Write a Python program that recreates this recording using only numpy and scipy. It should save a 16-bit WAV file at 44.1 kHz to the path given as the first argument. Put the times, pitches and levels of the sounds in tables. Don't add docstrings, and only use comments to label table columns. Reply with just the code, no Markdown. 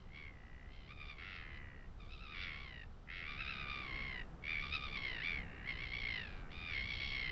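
import sys
import numpy as np
from scipy import signal
from scipy.fft import rfft, irfft
from scipy.io import wavfile
from scipy.ndimage import uniform_filter1d

SR = 44100
rng = np.random.default_rng(int(sys.argv[2]) if len(sys.argv) > 2 else 0)


def wav_record(signal):
    frames = np.transpose(np.atleast_2d(signal))
    bounded = np.clip(frames, -1, 1)
    quanta = np.round(bounded * 32767).astype(np.int16)
    wavfile.write(sys.argv[1], SR, quanta)


N = 322371
TIME = np.arange(N) / SR


def from_db(db):
    return 10 ** (np.asarray(db) / 20)


def rms_one(x):
    return x / np.sqrt(np.mean(x ** 2) + 1e-20)


def in_time(rows):
    times, *columns = np.transpose(rows)
    return [np.interp(TIME, times, column) for column in columns]


def colour(x, points):
    size = 2 ** 19
    hz, db = np.transpose(points)
    bin_hz = np.arange(size // 2 + 1) * SR / size
    gain = from_db(np.interp(np.log(bin_hz + 1), np.log(hz), db))
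    cepstrum = irfft(np.log(gain))
    cepstrum[1:size // 2] *= 2
    cepstrum[size // 2 + 1:] = 0
    return irfft(rfft(x, size) * np.exp(rfft(cepstrum)))[:N]


def noise(points):
    return rms_one(colour(rng.standard_normal(N), points))


def low_pass(x, hz, order):
    return signal.sosfiltfilt(signal.butter(order, hz, fs=SR, output="sos"), x)


def flutter(hz):
    smoothing = signal.butter(2, hz, fs=SR, output="sos")
    return rms_one(signal.sosfilt(smoothing, rng.standard_normal(N + SR))[SR:])


def levelled(x):
    power = uniform_filter1d(uniform_filter1d(x * x, size=900), size=700)
    return x / np.sqrt(np.maximum(power, 0) + 1e-12)


def membrane(hz, chirp_start, db_per_octave, harmonics):
    turns = np.cumsum(hz) / SR
    phase = 2 * np.pi * (turns - turns[chirp_start])
    return sum(from_db(db_per_octave * np.log2(k)) * np.cos(k * phase) for k in range(1, harmonics + 1))


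def puff(age, attack, release):
    rise = np.clip(age / attack, 0, 1)
    fall = np.clip((1 - age) / release, 0, 1)
    return np.sin(np.pi / 2 * rise) * np.sin(np.pi / 2 * fall) ** 2


# t/s, chirp rate/Hz, pitch before bending f/Hz, nominal opening/0-1, rasp/0-1
SYRINX_GESTURES = [(0, 58, 1055, .9, .1), (.09, 60, 1000, 0.6, 0.5), (.13, 74, 1090, 0.8, .3),
                   (.2, 79, 1133, 0.84, 0.16), (.3, 67, 1070, 0.7, 0.23), (.38, 61, 975, 0.47, 0.36),
                   (.65, 64, 978, 0.6, 0.33), (.75, 72, 1074, 0.88, 0.4), (.87, 68, 1018, 0.85, .4),
                   (.91, 72, 1226, 1, 0.3), (1.02, 75, 1232, 0.82, .05), (1.06, 72, 1175, 0.88, 0.44),
                   (1.1, 73, 1210, 1, 0.1), (1.17, 66, 1110, 1, 0.35), (1.22, 85, 1105, 0.87, 0.65),
                   (1.29, 98, 1150, 0.95, 0.83), (1.42, 78, 1060, 0.89, 0.7), (1.55, 72, 1022, 1, 0.4),
                   (1.65, 69, 980, 0.7, 0.48), (1.88, 59, 956, 0.64, 0.34), (1.99, 67, 1250, 1, .05),
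                   (2.07, 68, 1160, 0.9, 0.3), (2.14, 72, 1345, 0.97, 0.3), (2.18, 66, 1190, 0.96, 0.4),
                   (2.22, 68, 1350, 1, 0.2), (2.28, 68, 1214, 1, 0.2), (2.33, 80, 1250, 1, .3),
                   (2.36, 88, 1130, 1, 0.45), (2.43, 92, 1180, 0.93, 0.6), (2.53, 73, 1085, 1, 0.47),
                   (2.62, 69, 1143, 1, 0.33), (2.73, 59, 997, 0.83, 0.3), (2.85, 49, 903, 0.8, 0.1),
                   (3.07, 68, 1020, .6, 0.65), (3.14, 95, 1120, 0.86, 0.74), (3.23, 81, 1097, 0.8, 0.7),
                   (3.29, 72, 1208, 0.97, 0.32), (3.36, 68, 1170, 1, 0.5), (3.41, 71, 1334, 1, 0.27),
                   (3.46, 69, 1210, 0.88, 0.5), (3.5, 68, 1343, 1, 0.3), (3.56, 65, 1220, 0.96, 0.57),
                   (3.6, 68, 1260, 1, 0.33), (3.66, 69, 1200, 1, 0.48), (3.72, 68, 1219, 1, 0.16),
                   (3.82, 68, 1184, 1, 0.32), (3.92, 61, 1068, 1, 0.18), (4.03, 67, 1098, 1, .15),
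                   (4.13, 62, 1038, 0.91, 0.2), (4.25, 48, 920, 0.78, 0.3), (4.43, 68, 1120, .65, 0.26),
                   (4.52, 84, 1196, 0.67, 0), (4.59, 73, 1128, 0.8, 0.13), (4.63, 71, 1192, 1, 0.22),
                   (4.69, 69, 1167, 0.94, .4), (4.74, 75, 1280, .95, .03), (4.8, 67, 1206, 0.88, .3),
                   (4.84, 69, 1247, 0.98, .05), (4.89, 66, 1140, .9, 0.46), (4.93, 67, 1210, .9, 0),
                   (4.99, 62, 1103, 0.95, 0.17), (5.06, 65, 1097, 0.88, .15), (5.14, 58, 994, 0.93, 0.3),
                   (5.21, 52, 882, 1, 0.44), (5.24, 80, 1156, 0.94, .15), (5.3, 86, 1180, 0.64, 0.1),
                   (5.38, 68, 1118, 0.82, 0.22), (5.46, 61, 922, 1, 0.6), (5.64, 62, 950, 1, 0.6),
                   (5.68, 68, 1112, 0.88, 0.1), (5.76, 59, 1006, 0.88, 0.44), (5.83, 63, 1156, 0.88, 0.3),
                   (5.88, 59, 1045, 0.88, 0.34), (5.95, 61, 1133, 0.78, 0.03), (6.08, 57, 1088, 0.77, 0.07),
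                   (6.18, 55, 1003, 0.9, 0.3), (6.28, 50, 827, 1, 0.4), (6.32, 102, 817, 1, 0.6),
                   (6.48, 78, 750, 0.83, 0.6), (6.52, 80, 1180, .85, 0.45), (6.57, 82, 1227, .9, 0.26),
                   (6.67, 85, 1233, 0.85, 0.1), (6.72, 85, 1166, 0.83, .4), (6.76, 68, 1074, 0.93, 0.18),
                   (6.86, 60, 1116, 0.85, 0.1), (6.91, 65, 1140, 0.84, 0.08), (6.97, 61, 1092, 0.95, 0.28),
                   (7.03, 69, 1130, 0.96, 0.21), (7.16, 65, 1105, 0.9, 0.14), (7.31, 58, 1034, 0.81, 0.26)]


def syrinx(rate_jitter=.025, pitch_jitter=.008, wobble=.012, shimmer_db=1.1,
           scoop=.24, scoop_share=.13, sag=.1, breath=.36):
    rate, pitch, opening, rasp = in_time(SYRINX_GESTURES)
    cycles = np.cumsum(rate * (1 + rate_jitter * flutter(40))) / SR
    chirp = cycles.astype(int)
    chirp_start = np.searchsorted(chirp, chirp)
    detune, strength, length, droop = rng.standard_normal((chirp[-1] + 1, 4))[chirp].T
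    open_share = np.clip(opening * (1.112 + .04 * length), .3, 1.05)
    age = np.minimum(cycles % 1 / open_share, 1)
    pitch = pitch * (1 + pitch_jitter * detune + wobble * age * flutter(500))
    bend = 1.02 - scoop * np.exp(-age / scoop_share) - sag * (1 + .5 * droop) * age ** 3
    high = membrane(pitch * bend, chirp_start, db_per_octave=-6.5, harmonics=6)
    low = membrane(pitch * (.53 + .17 * age), chirp_start, db_per_octave=-5, harmonics=10)
    flow = puff(age, attack=.18, release=.5 + .27 * rasp) * from_db(shimmer_db * strength)
    return flow * ((1 - rasp) * high + .7 * rasp * low + breath * rng.standard_normal(N))


# f/Hz, gain/dB
THROAT_RESPONSE = [(700, -36), (1150, -7), (1600, 4), (2170, 5.5), (2700, 3), (3300, -8), (3700, -5.5),
                   (4150, -9.5), (4600, -14), (5050, -16), (5500, -19.5), (6100, -36), (7500, -54)]
# t/s, mid-band level/dB, treble/dB, fundamental before its trim/dB (both relative to the mid band)
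CALL_EFFORT = [(0.0, -83.5, 11.5, 7), (0.1, -70, -19, -13), (0.16, -55.5, -6.5, -15),
               (0.289, -55.6, -17.5, -16), (0.319, -66.5, -35, -12), (0.639, -64.5, -33, -13),
               (0.728, -68, 0.5, -10), (0.868, -69.5, 1, -12), (0.918, -55.5, -7, -2), (0.948, -71, -1, -6),
               (1.018, -52.5, -8, -10), (1.068, -64.5, 2.5, -1), (1.107, -52, -4, -9), (1.157, -68, -6, -1),
               (1.197, -53, -9.5, -13), (1.357, -53.5, -4.5, -10.5), (1.487, -56.5, -15, -10.5),
               (1.576, -56, -10, -15), (1.606, -57.5, -31, -9.5), (1.846, -65.5, -35, -11),
               (1.976, -100, -3, -5), (2.005, -67.5, 2, 2), (2.075, -74, 1.5, 4), (2.135, -68.5, 13, -2),
               (2.165, -80, 16.5, 10.5), (2.225, -64, 3.5, 0), (2.295, -63.5, 4.5, 5.5),
               (2.345, -51.5, -6.5, -8.5), (2.434, -49, -0.5, -17), (2.484, -48, -9, -15),
               (2.634, -57.0, -3.5, -4), (2.834, -56, -11, -27), (2.873, -88, 0, 5), (3.053, -97, -14, -2),
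               (3.083, -54, -28, -18), (3.103, -50, -13, -25), (3.173, -50.5, -5.5, -23),
               (3.243, -48.5, -13.5, -18), (3.302, -50, -4, -5), (3.372, -54.5, -5, -6),
               (3.412, -44, -7.5, -34), (3.442, -53.5, -0.5, -3), (3.492, -46.5, -3.5, -19),
               (3.562, -54, 0, -2), (3.612, -49.5, -3, -5), (3.662, -51.5, -9, -3),
               (3.702, -49, -1.5, -1.5), (3.861, -51, -6.5, -3.5), (3.971, -46.5, -10, -11),
               (4.2, -48.5, -11, -14.5), (4.22, -51, -15, -21), (4.26, -82, 0, 0), (4.4, -94, -10, 1),
               (4.44, -49, -13.5, -33), (4.5, -41.5, -9, -35), (4.58, -41, -16, -41),
               (4.639, -49, -3, -0.5), (4.709, -57.5, 3, -4), (4.729, -45, 1, -17), (4.759, -47.5, 7, 0),
               (4.789, -55, -1.5, -4), (4.849, -53, 4.5, 5), (4.909, -54.5, -2.5, -10),
               (4.969, -44, -4.5, -9), (5.009, -53, -2.5, -9), (5.049, -42, -8, -21),
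               (5.138, -48.5, -5, -14), (5.208, -47.5, -8, -14), (5.268, -40.5, -7.5, -32),
               (5.378, -44, -15.5, -34), (5.458, -59.5, -16, -16), (5.637, -56, -18, -11),
               (5.697, -40.5, -11.5, -22), (5.747, -53.5, -5, -10), (5.837, -46, -8.5, -18),
               (5.897, -55, -2.5, -21), (5.937, -43.5, -8.5, -24), (6.006, -49.5, -2.5, -21),
               (6.056, -42.5, -10, -30), (6.176, -45, -5, -16.5), (6.306, -59.5, -4.5, -9),
               (6.415, -65.5, -4.5, 3.5), (6.485, -67, -28, -1), (6.515, -61, 1, -3),
               (6.775, -41.5, -8.5, -25), (6.874, -49.5, -4, -17), (6.914, -44, -3.5, -26),
               (6.984, -54.5, 4.5, -19), (7.024, -43, -4, -20), (7.094, -53.5, 6, -15),
               (7.134, -44, -4.5, -18.5), (7.308, -44, -8, -24)]


def albatross(fundamental_trim_db=-2.5):
    level_db, treble_db, fundamental_db = in_time(CALL_EFFORT)
    voice = colour(syrinx(), THROAT_RESPONSE)
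    below_mid = low_pass(voice, hz=1413, order=6)
    below_treble = low_pass(voice, hz=2854, order=6)
    fundamental = from_db(fundamental_db + fundamental_trim_db) * levelled(below_mid)
    mid = levelled(below_treble - below_mid)
    treble = from_db(treble_db) * levelled(voice - below_treble)
    return from_db(level_db) * (fundamental + mid + treble)


def ground_scatter(cries, level_db=-22, decay_s=.023):
    tail = rng.standard_normal(SR // 10) * np.exp(-TIME[:SR // 10] / decay_s)
    return from_db(level_db) * signal.fftconvolve(cries, tail / np.linalg.norm(tail))[:N]


# t/s, rumble level/dB, rush level before its trim/dB
GUSTS = [(0.0, -52.5, -64), (0.18, -54.5, -63), (0.61, -53, -64), (1.49, -54.5, -62), (1.63, -51, -62.5),
         (1.75, -57, -64), (1.77, -54, -63.5), (2.1, -51, -63), (2.3, -54.5, -62.5), (2.46, -52, -61),
         (3.05, -55, -63.5), (3.09, -52.5, -62.5), (3.97, -50.5, -55.5), (4.25, -49, -57.5),
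         (4.42, -53, -58), (4.6, -48.5, -59), (5.13, -50, -55), (5.19, -52, -57.5), (5.39, -49, -54),
         (5.56, -50, -58.5), (6.19, -50.5, -57), (6.51, -48.5, -58), (6.66, -51, -57.5), (6.8, -47.5, -58),
         (7.31, -49.5, -56.5)]
# f/Hz, relative level/dB
RUMBLE_SPECTRUM = [(12, -8), (25, 3), (45, -5), (70, -4), (110, -11.5), (170, -23), (400, -57)]
# f/Hz, relative level/dB
RUSH_SPECTRUM = [(70, -11), (140, 1), (200, -3), (300, -8.5), (450, -10), (600, -14.5), (780, -12),
                 (930, -18), (1300, -15), (2000, -26.5), (4000, -47)]


def wind(rush_trim_db=1.1):
    rumble_db, rush_db = in_time(GUSTS)
    rumble = from_db(rumble_db) * noise(RUMBLE_SPECTRUM)
    rush = from_db(rush_db + rush_trim_db) * noise(RUSH_SPECTRUM)
    return rumble + rush


def hiss(level_db=-76.5):
    spectrum = [(500, 6.5), (3000, 12.5), (6000, 1.5), (7700, -21)]  # f/Hz, relative level/dB
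    return from_db(level_db) * noise(spectrum)


def scene():
    cries = albatross()
    return (cries + ground_scatter(cries) + wind() + hiss())[None]


def record(dry, cutoff_hz=7700):
    return signal.sosfilt(signal.ellip(10, .1, 70, cutoff_hz, fs=SR, output="sos"), dry)


dry = scene()
out = record(dry)
wav_record(out)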